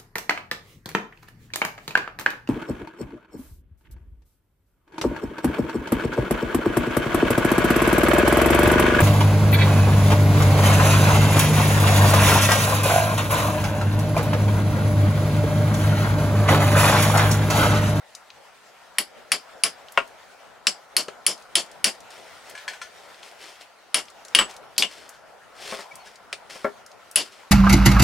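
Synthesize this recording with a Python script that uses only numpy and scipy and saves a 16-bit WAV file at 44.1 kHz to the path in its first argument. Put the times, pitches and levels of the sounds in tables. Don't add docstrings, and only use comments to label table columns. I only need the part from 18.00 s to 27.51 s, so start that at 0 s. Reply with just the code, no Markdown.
import sys
import numpy as np
from scipy import signal
from scipy.fft import rfft, irfft, next_fast_len
from scipy.io import wavfile
from scipy.ndimage import uniform_filter1d, map_coordinates

SR = 44100
rng = np.random.default_rng(int(sys.argv[2]) if len(sys.argv) > 2 else 0)


def materialize(psi):
    bounded = np.clip(np.atleast_2d(psi).T, -1, 1)
    quanta = np.round(bounded * 32767).astype(np.int16)
    wavfile.write(sys.argv[1], SR, quanta)


N = 419391
T = np.arange(SR // 4) / SR

# start in seconds, level in dB, wood in dB, favoured pitch in Hz, head ring in dB,
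# hammer ring in dB, hammer ping in dB, shudder hold in seconds.
BLOWS = [(0.983, -3, -14, 5100, -13.5, -31, -20.5, 0.019), (1.317, -1.5, -16, 4950, -15, -46, -27, 0.028),
         (1.635, -1.5, -24, 5000, -15, -31, -42, 0.033), (1.974, 2.5, 3, 2800, -47, -43, -41, 0.0081),
         (2.668, 2, -26, 5160, -22.5, -38, -32, 0.013), (2.965, -2.5, -29.5, 4600, -11, -30.5, -24, 0.045),
         (3.264, -4, -22.5, 3100, -4.5, -27, -27.5, 0.053),
         (3.553, 0.5, -32.5, 3130, -16.5, -28, -35, 0.044), (3.842, 0, -31, 5000, -13.5, -45, -38, 0.044),
         (5.943, -2.5, -17, 2870, -14.5, -41.5, -45.5, 0.05), (6.348, 1.5, -22, 3020, -18, -32, -42, 0.038),
         (6.387, 3, -6.5, 3020, -33, -20.5, -36, 0.031), (6.779, 0.5, -49, 4540, -18, -32, -30, 0.029),
         (6.822, 3, -39, 3100, -36.5, -25.5, -52, 0.014), (9.157, -1.5, -33.5, 2840, -13, -29, -20, 0.058)]
# frequency in Hz, level in dB, base t60 in seconds.
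WOOD_MODES = [(228, -16, 0.056), (414, -6.5, 0.12), (555.5, 1.5, 0.1), (670, -4, 0.14), (897, -9, .08),
              (1109, -1.5, 0.048), (1343, -5.5, 0.11), (1884, -48, 0.083), (2190, -9, 0.052)]
# frequency in Hz, relative density in dB.
CRACK_SPECTRUM = [(300, -44.5), (1000, -9.5), (2500, 4), (5500, -5), (6500, -9), (9500, -9.5),
                  (12000, -38.5), (15000, -26)]
HISS_SPECTRUM = [(1180, -28.5), (2000, -4.5), (3370, -4), (4080, -9), (4300, -8.5), (5350, -6), (6200, -12),
                 (9170, -14.5), (16000, -33.5)]
DULL_SPECTRUM = [(150, -19.5), (400, -0.5), (900, -3.5), (1800, -1), (2600, -19), (3500, -40.5)]


def blows(track):
    # frequency in Hz, level in dB, base t60 in seconds.
    head_modes = [(1207, -9.5, 0.067), (1800, -9.5, 0.031), (2275, -5.5, 0.18), (2660, -10, 0.16),
                  (2824, 1.5, .14), (2998, -4, 0.11), (3166, -7, .12), (3300, -7, 0.044),
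                  (4480, -3.5, 0.11), (4690, -5.5, .15), (4960, -10.5, 0.19), (4990, -7.5, 0.17),
                  (5330, -4, 0.091), (5700, -10, 0.043), (7180, -9, 0.037), (7440, -6, 0.062),
                  (8100, -15, .05), (8830, -11.5, 0.045), (12400, -24.5, 0.11)]
    top_modes = [(9810, 1, 0.043), (10800, -16.5, 0.064), (11030, -19.5, .08)]
    # frequency in Hz, t60 in seconds.
    hammer_modes = [(7909, 0.14), (11772, 0.066)]
    # frequency in Hz, relative density in dB.
    shudder_spectrum = [(590, -16), (1000, -2.5), (1940, -3), (2230, -1.5), (2410, -4.5), (2780, -5.5),
                        (3710, -4.5), (4960, -6.5), (7300, -10), (9280, -13.5), (9940, -27), (10800, -18.5),
                        (12100, -19.5), (16000, -58.5)]
    thud_spectrum = [(18, -72.5), (30, -26), (86, -27), (207, 2.5), (423, 2), (610, 6), (909, -1),
                     (1400, -6.5), (1600, -19), (2080, -43.5), (3520, -120)]
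    free_hz, free_width_hz, free_t60_s = 4950, 600, 0.24
    touch_s = 0.0011
    for start_s, db, wood_db, favoured_hz, head_db, ring_db, ping_db, hold_s in BLOWS:
        tilt = [(1200, wood_db), (favoured_hz / 1.18, -15 + 0.29 * wood_db), (favoured_hz, -11.5),
                (favoured_hz * 1.2, -12 + 0.47 * head_db), (9000, head_db)]
        colour_db = lambda hz: along(tilt, hz)
        crack = amp(-2) * noise(lambda hz: along(CRACK_SPECTRUM, hz) + 0.7 * colour_db(hz))
        crack *= 0.87 * fade(0.0038, 0.00034) + 0.49 * fade(0.022, 0.001)
        head = amp(-4.5) * ring(head_modes, 0.00017, colour_db, stretch=0.45, scatter_db=5, detune=0.02)
        top = ring(top_modes, 0.000099, stretch=0.75, scatter_db=3.6, detune=0.0007)
        head += amp(head_db - 1.5) * top * (1 + 1.6 * fade(0.0094, 0.0001))
        cluster = noise(lambda hz: -np.minimum(12 * ((hz - free_hz) / free_width_hz) ** 2, 60))
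        head += amp(colour_db(free_hz) - 21) * cluster * fade(free_t60_s, 0.003)
        struck = [(hz, mode_db, t60_s) for (hz, t60_s), mode_db in zip(hammer_modes, (ring_db, ping_db))]
        hammer = amp(-1.5) * ring(struck, 0.0005, scatter_db=6, detune=0.00045)
        low_cut_db = lambda hz: 9 * min(np.log2(hz / 1200), 0)
        wood = amp(wood_db - 12.5) * ring(WOOD_MODES, 0.0021, low_cut_db, stretch=0.7, detune=0.027)
        creep = amp(79 * hold_s - 60 * np.maximum(T - hold_s, 0) / 0.15) * fade(0.37, 0.001)
        shudder = noise(lambda hz: along(shudder_spectrum, hz) + 0.5 * colour_db(hz)
                        + resonance_db(head_modes + top_modes, hz, widen=12))
        shudder *= amp(-24) * creep
        thud = amp(-30.5) * noise(lambda hz: along(thud_spectrum, hz)) * creep
        thud *= 1 - np.exp(-T / 0.023)
        add(track, start_s + touch_s, amp(db) * (crack + head + hammer + wood + shudder + thud))


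def handle_knocks(track):
    # start in seconds, level in dB, click in dB, nominal decay in seconds.
    hits = [(3.083, -22.5, 1.5, 0.031), (7.656, -40, 13, 0.058), (7.722, -29.5, -14, 0.14),
            (7.789, -34, -3, 0.085), (8.328, -32.5, 21, 0.044), (8.556, -33.5, -17, 0.044),
            (8.644, -17, -10, 0.11)]
    for start_s, db, click_db, decay_s in hits:
        stretch = decay_s / 0.1
        wood = amp(-0.5) * ring(WOOD_MODES, 0.0025, stretch=stretch, detune=0.034)
        puff = amp(-2.5) * noise(lambda hz: along(DULL_SPECTRUM, hz)) * fade(0.97 * decay_s, 0.006)
        click = amp(click_db - 8) * noise(lambda hz: along(CRACK_SPECTRUM, hz))
        click *= fade(0.014, 0.00023) + 0.3 * fade(0.09, 0.0025)
        thump = ring([(216, 0, 0.061)], 0.004, stretch=stretch, detune=0.05)
        thump *= amp(-8.5 - 0.3 * click_db)
        add(track, start_s, amp(db) * (wood + puff + click + thump))


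def head_taps(track):
    # start in seconds, level in dB, favoured pitch in Hz.
    hits = [(4.551, -28.5, 1680), (4.5769, -27.5, 1700), (4.6789, -16.5, 1700), (4.7341, -29, 1620),
            (4.8154, -22, 1374), (9.4, -49, 1720)]
    # frequency in Hz, level in dB, base t60 in seconds.
    loose_modes = [(1003, -4.5, 0.073), (1490, -14, 0.46), (1760, -9.5, 0.27), (2030, -10, 0.038),
                   (2315, -0.5, 0.056), (2900, -11, 0.096), (3210, -6.5, 0.12), (4250, -5, 0.11),
                   (5170, -16, 0.17), (6230, -5, 0.026), (8100, -7.5, 0.09)]
    for start_s, db, favoured_hz in hits:
        colour_db = lambda hz: -3 - 6 * min(abs(np.log2(hz / favoured_hz)), 1.2)
        tone = ring([(favoured_hz, -3, 0.069)], 0.0011)
        modes = ring(loose_modes, 0.00026, colour_db, stretch=0.7, detune=0.0197)
        chatter = noise(lambda hz: along(HISS_SPECTRUM, hz) + resonance_db(loose_modes, hz, widen=5.3))
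        chatter *= amp(-10.5) * fade(0.17, 0.00077)
        add(track, start_s, amp(db - 4) * (tone + modes + chatter))


def ticks(track):
    # start in seconds, level in dB, centre in Hz.
    hits = [(0.1502, -22.5, 5300), (0.3026, -28, 3040), (1.8844, -31, 3270), (1.9209, -29.5, 8050),
            (2.076, -39, 7400), (4.1045, -32, 5500), (4.498, -29.5, 7900), (5.144, -35, 3200),
            (5.23, -29.5, 3520), (6.083, -31.5, 3330), (6.2498, -29, 5580), (6.2826, -31, 5500),
            (6.5111, -30.5, 5520), (6.565, -28, 5270), (6.764, -34, 3200), (7.0917, -28, 7200),
            (7.9551, -27, 7600), (8.1569, -32.5, 4950), (8.8625, -31, 6140), (8.916, -36, 4330),
            (9.1127, -27, 7200)]
    bite_s, falls_s, chip_hz = 3.2, (0.11, 0.16), 5600
    chips = [(blow_s + fall_s + rng.normal(0, 0.004), rng.normal(-37, 2), chip_hz)
             for blow_s, *_ in BLOWS if blow_s > bite_s for fall_s in falls_s]
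    width_oct, t60_s = 0.43, 0.039
    envelope = fade(0.34 * t60_s, 0.00035) + 0.68 * fade(t60_s, 0.00039)
    for start_s, db, centre_hz in hits + chips:
        puff = noise(lambda hz: -2.2 * (np.log2((hz + 1) / centre_hz) / width_oct) ** 2)
        add(track, start_s, amp(db - 11.5) * puff * envelope)


def squeaks(track):
    # start in seconds, level in dB, pitch in Hz, length in seconds.
    tones = [(7.909, -38, 2275, 0.021), (7.992, -54.5, 4360, 0.04), (8.059, -47, 1676, 0.031)]
    for start_s, db, hz, length_s in tones:
        wander_rad = np.cumsum(rng.normal(0, 0.032, len(T)))
        swell = np.sin(np.pi * np.clip(T / length_s, 0, 1))
        add(track, start_s, amp(db) * swell * np.sin(2 * np.pi * hz * T + wander_rad))


def rubs():
    # start, peak and end in seconds, level in dB. Silent if the end precedes the start.
    strokes = [(4.084, 4.11, 4.6, -49), (4.43, 4.5, 4.55, -47), (4.877, 5.0, 5.6, -54.5),
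               (5.057, 5.107, 5, -47), (5.222, 5.231, 5.37, -47), (5.355, 5.449, 5.64, -43.5),
               (5.59, 5.612, 5.67, -46), (6.45, 6.5, 6.58, -47), (6.846, 6.912, 7.3, -47.5),
               (7.518, 7.707, 7.9, -35), (7.901, 7.92, 7.95, -54), (8.032, 8.062, 8.2, -48),
               (8.491, 8.502, 8.76, -41.5), (8.496, 8.571, 8.1, -42), (9.22, 9.261, 9.56, -49.5)]
    # centre in Hz, width in Hz, level in dB.
    surface_modes = [(3140, 45, -3.5), (4310, 24, 6), (5350, 97, -9), (7540, 110, -7), (8890, 51, -3)]
    t = np.arange(N) / SR
    envelope = sum(amp(db) * np.interp(t, times_s, [0, 1, 0]) ** 1.64 for *times_s, db in strokes)
    grain = amp(2.2 * wobble(400) + 1.56 * wobble(40))
    power = lambda hz: sum(amp(2 * db + 11.5) / (1 + (2 * (hz - centre_hz) / width_hz) ** 2)
                           for centre_hz, width_hz, db in surface_modes)
    hiss = noise(lambda hz: along(HISS_SPECTRUM, hz) + 10 * np.log10(1 + power(hz)), size=N)
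    body = noise(lambda hz: along(DULL_SPECTRUM, hz), size=N)
    return envelope * (unit(grain * hiss) + amp(-5.5) * unit(grain * body))


def shed_reverb(x):
    # frequency in Hz, t60 in seconds.
    decay = [(200, 0.23), (2000, 0.16), (10000, 0.13)]
    wet_db = [(300, -9), (2000, -14.5), (10000, -4)]
    band_hz, t, bands = signal.stft(rng.standard_normal((2, SR // 3)), SR, nperseg=128)
    tail = signal.istft(bands * amp(-60 * t / along(decay, band_hz)[:, None]), SR, nperseg=128)[1]
    delayed = np.pad(x, (90, 0))[None]
    wet = signal.fftconvolve(delayed, tail / np.linalg.norm(tail[0]), axes=1)[:, :N]
    return filtered(wet, lambda hz: amp(along(wet_db, hz)))


def outdoor_air():
    # time in seconds, rush in dB, rustle in dB.
    levels = [(0.0, -57.5, -58.5), (1.93, -51.5, -57), (2.83, -53, -59.5), (4.66, -50.5, -54.5),
              (5.51, -56, -56), (5.75, -58, -61), (6.36, -50, -56), (7.02, -53, -61.5), (7.26, -54.5, -61),
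              (7.57, -52, -59.5), (7.73, -51.5, -55.5), (8.18, -53, -60), (9.51, -54.5, -58.5)]
    # frequency in Hz, relative density in dB.
    rush_spectrum = [(15, -52.5), (25, -20), (218, -13.5), (288, -15), (331, -14.5), (374, -12.5),
                     (421, -9), (695, -3.5), (1240, -10.5), (1350, -6), (3000, -33.5), (3900, -72.5),
                     (6600, -120)]
    rustle_spectrum = [(1060, -31.5), (1800, 0.5), (3000, -3.5), (3350, -5), (4020, -6), (5640, -9),
                       (9590, -16), (16000, -27)]
    times_s, *columns = np.transpose(levels)
    rush_db, rustle_db = (np.interp(np.arange(N) / SR, times_s, db) for db in columns)
    rush = amp(rush_db + 3 + 0.62 * wobble(13)) * stereo_noise(rush_spectrum, patchy_db=2)
    rustle = amp(rustle_db + 2.5 + 1.3 * wobble(25)) * stereo_noise(rustle_spectrum, patchy_db=1.96)
    return rush * amp([[1.1], [-1.1]]) + rustle * amp([[0.3], [-0.3]])


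def stereo_noise(spectrum, patchy_db):
    # frequency in Hz, left-right correlation.
    correlation = [(60, -0.6), (180, -0.48), (550, 0.56), (1650, 0.75), (4970, 0.17), (15000, 1)]
    bands = signal.stft(rng.standard_normal((2, N)), nperseg=512)[2]
    patches = uniform_filter1d(rng.standard_normal(bands.shape[1:]), size=6, axis=0)
    patches = unit(uniform_filter1d(patches, size=12, axis=1))
    pair = signal.istft(bands * amp(patchy_db * patches), nperseg=512)[1][:, :N]

    def mid_side_gain(hz):
        angle = np.arccos(np.clip(along(correlation, hz), -1, 1)) / 2
        return amp(along(spectrum, hz)) * [np.cos(angle), np.sin(angle)]
    mid, side = filtered(pair, mid_side_gain)
    return unit(np.array([mid + side, mid - side]))


def ring(modes, attack_s, gain_db=np.zeros_like, stretch=1, scatter_db=0, detune=0.0018):
    total = 0
    for hz, db, t60_s in modes:
        level = amp(db + gain_db(hz) + scatter_db * rng.standard_normal())
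        cycles = hz * (1 + detune * rng.standard_normal()) * T + rng.random()
        total += level * fade(t60_s * stretch, attack_s) * np.sin(2 * np.pi * cycles)
    return total


def resonance_db(modes, hz, widen):
    power = sum(amp(2 * db + 7 * rng.standard_normal()) / (1 + ((hz - centre_hz) * t60_s / widen) ** 2)
                for centre_hz, db, t60_s in modes)
    return 10 * np.log10(1 + 12 * power)


def noise(gain_db, size=len(T)):
    return unit(filtered(rng.standard_normal(size), lambda hz: amp(gain_db(hz))))


def filtered(x, response):
    size = next_fast_len(x.shape[-1] + 4096)
    return irfft(rfft(x, size) * response(np.fft.rfftfreq(size, 1 / SR)), size)[..., :x.shape[-1]]


def fade(t60_s, attack_s):
    return amp(-60 * T / t60_s) * (1 - np.exp(-T / attack_s))


def wobble(knots_per_s):
    knots = rng.standard_normal(int(N * knots_per_s / SR) + 4)
    return map_coordinates(knots, [np.arange(N) * knots_per_s / SR])


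def along(points, hz):
    knots_hz, values = np.transpose(points)
    return np.interp(np.log(hz + 1), np.log(knots_hz + 1), values)


def amp(db):
    return 10 ** (np.asarray(db) / 20)


def unit(x):
    return x / np.sqrt(np.mean(x ** 2) + 1e-20)


def add(track, start_s, sound):
    track[round(start_s * SR):][:len(sound)] += sound


def scene():
    # frequency in Hz, left minus right in dB.
    balance = [(60, 1.5), (200, 6.5), (600, 4), (1700, 3.5), (5000, 2.5), (14000, 1)]
    track = np.zeros(N + SR)
    for source in (blows, handle_knocks, head_taps, ticks, squeaks):
        source(track)
    near = track[:N] + rubs()
    panned = filtered(near + shed_reverb(near), lambda hz: amp(np.outer([0.5, -0.5], along(balance, hz))))
    return panned + outdoor_air()


def record(dry):
    ceiling, top_hz = 0.97, 16400
    clipped = dry / (1 + np.abs(dry / ceiling) ** 6) ** (1 / 6)
    return np.clip(filtered(clipped, lambda hz: np.clip((top_hz - hz) / 500, 0, 1) ** 2), -1, 1)


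dry = scene()
out = record(dry)
materialize(out)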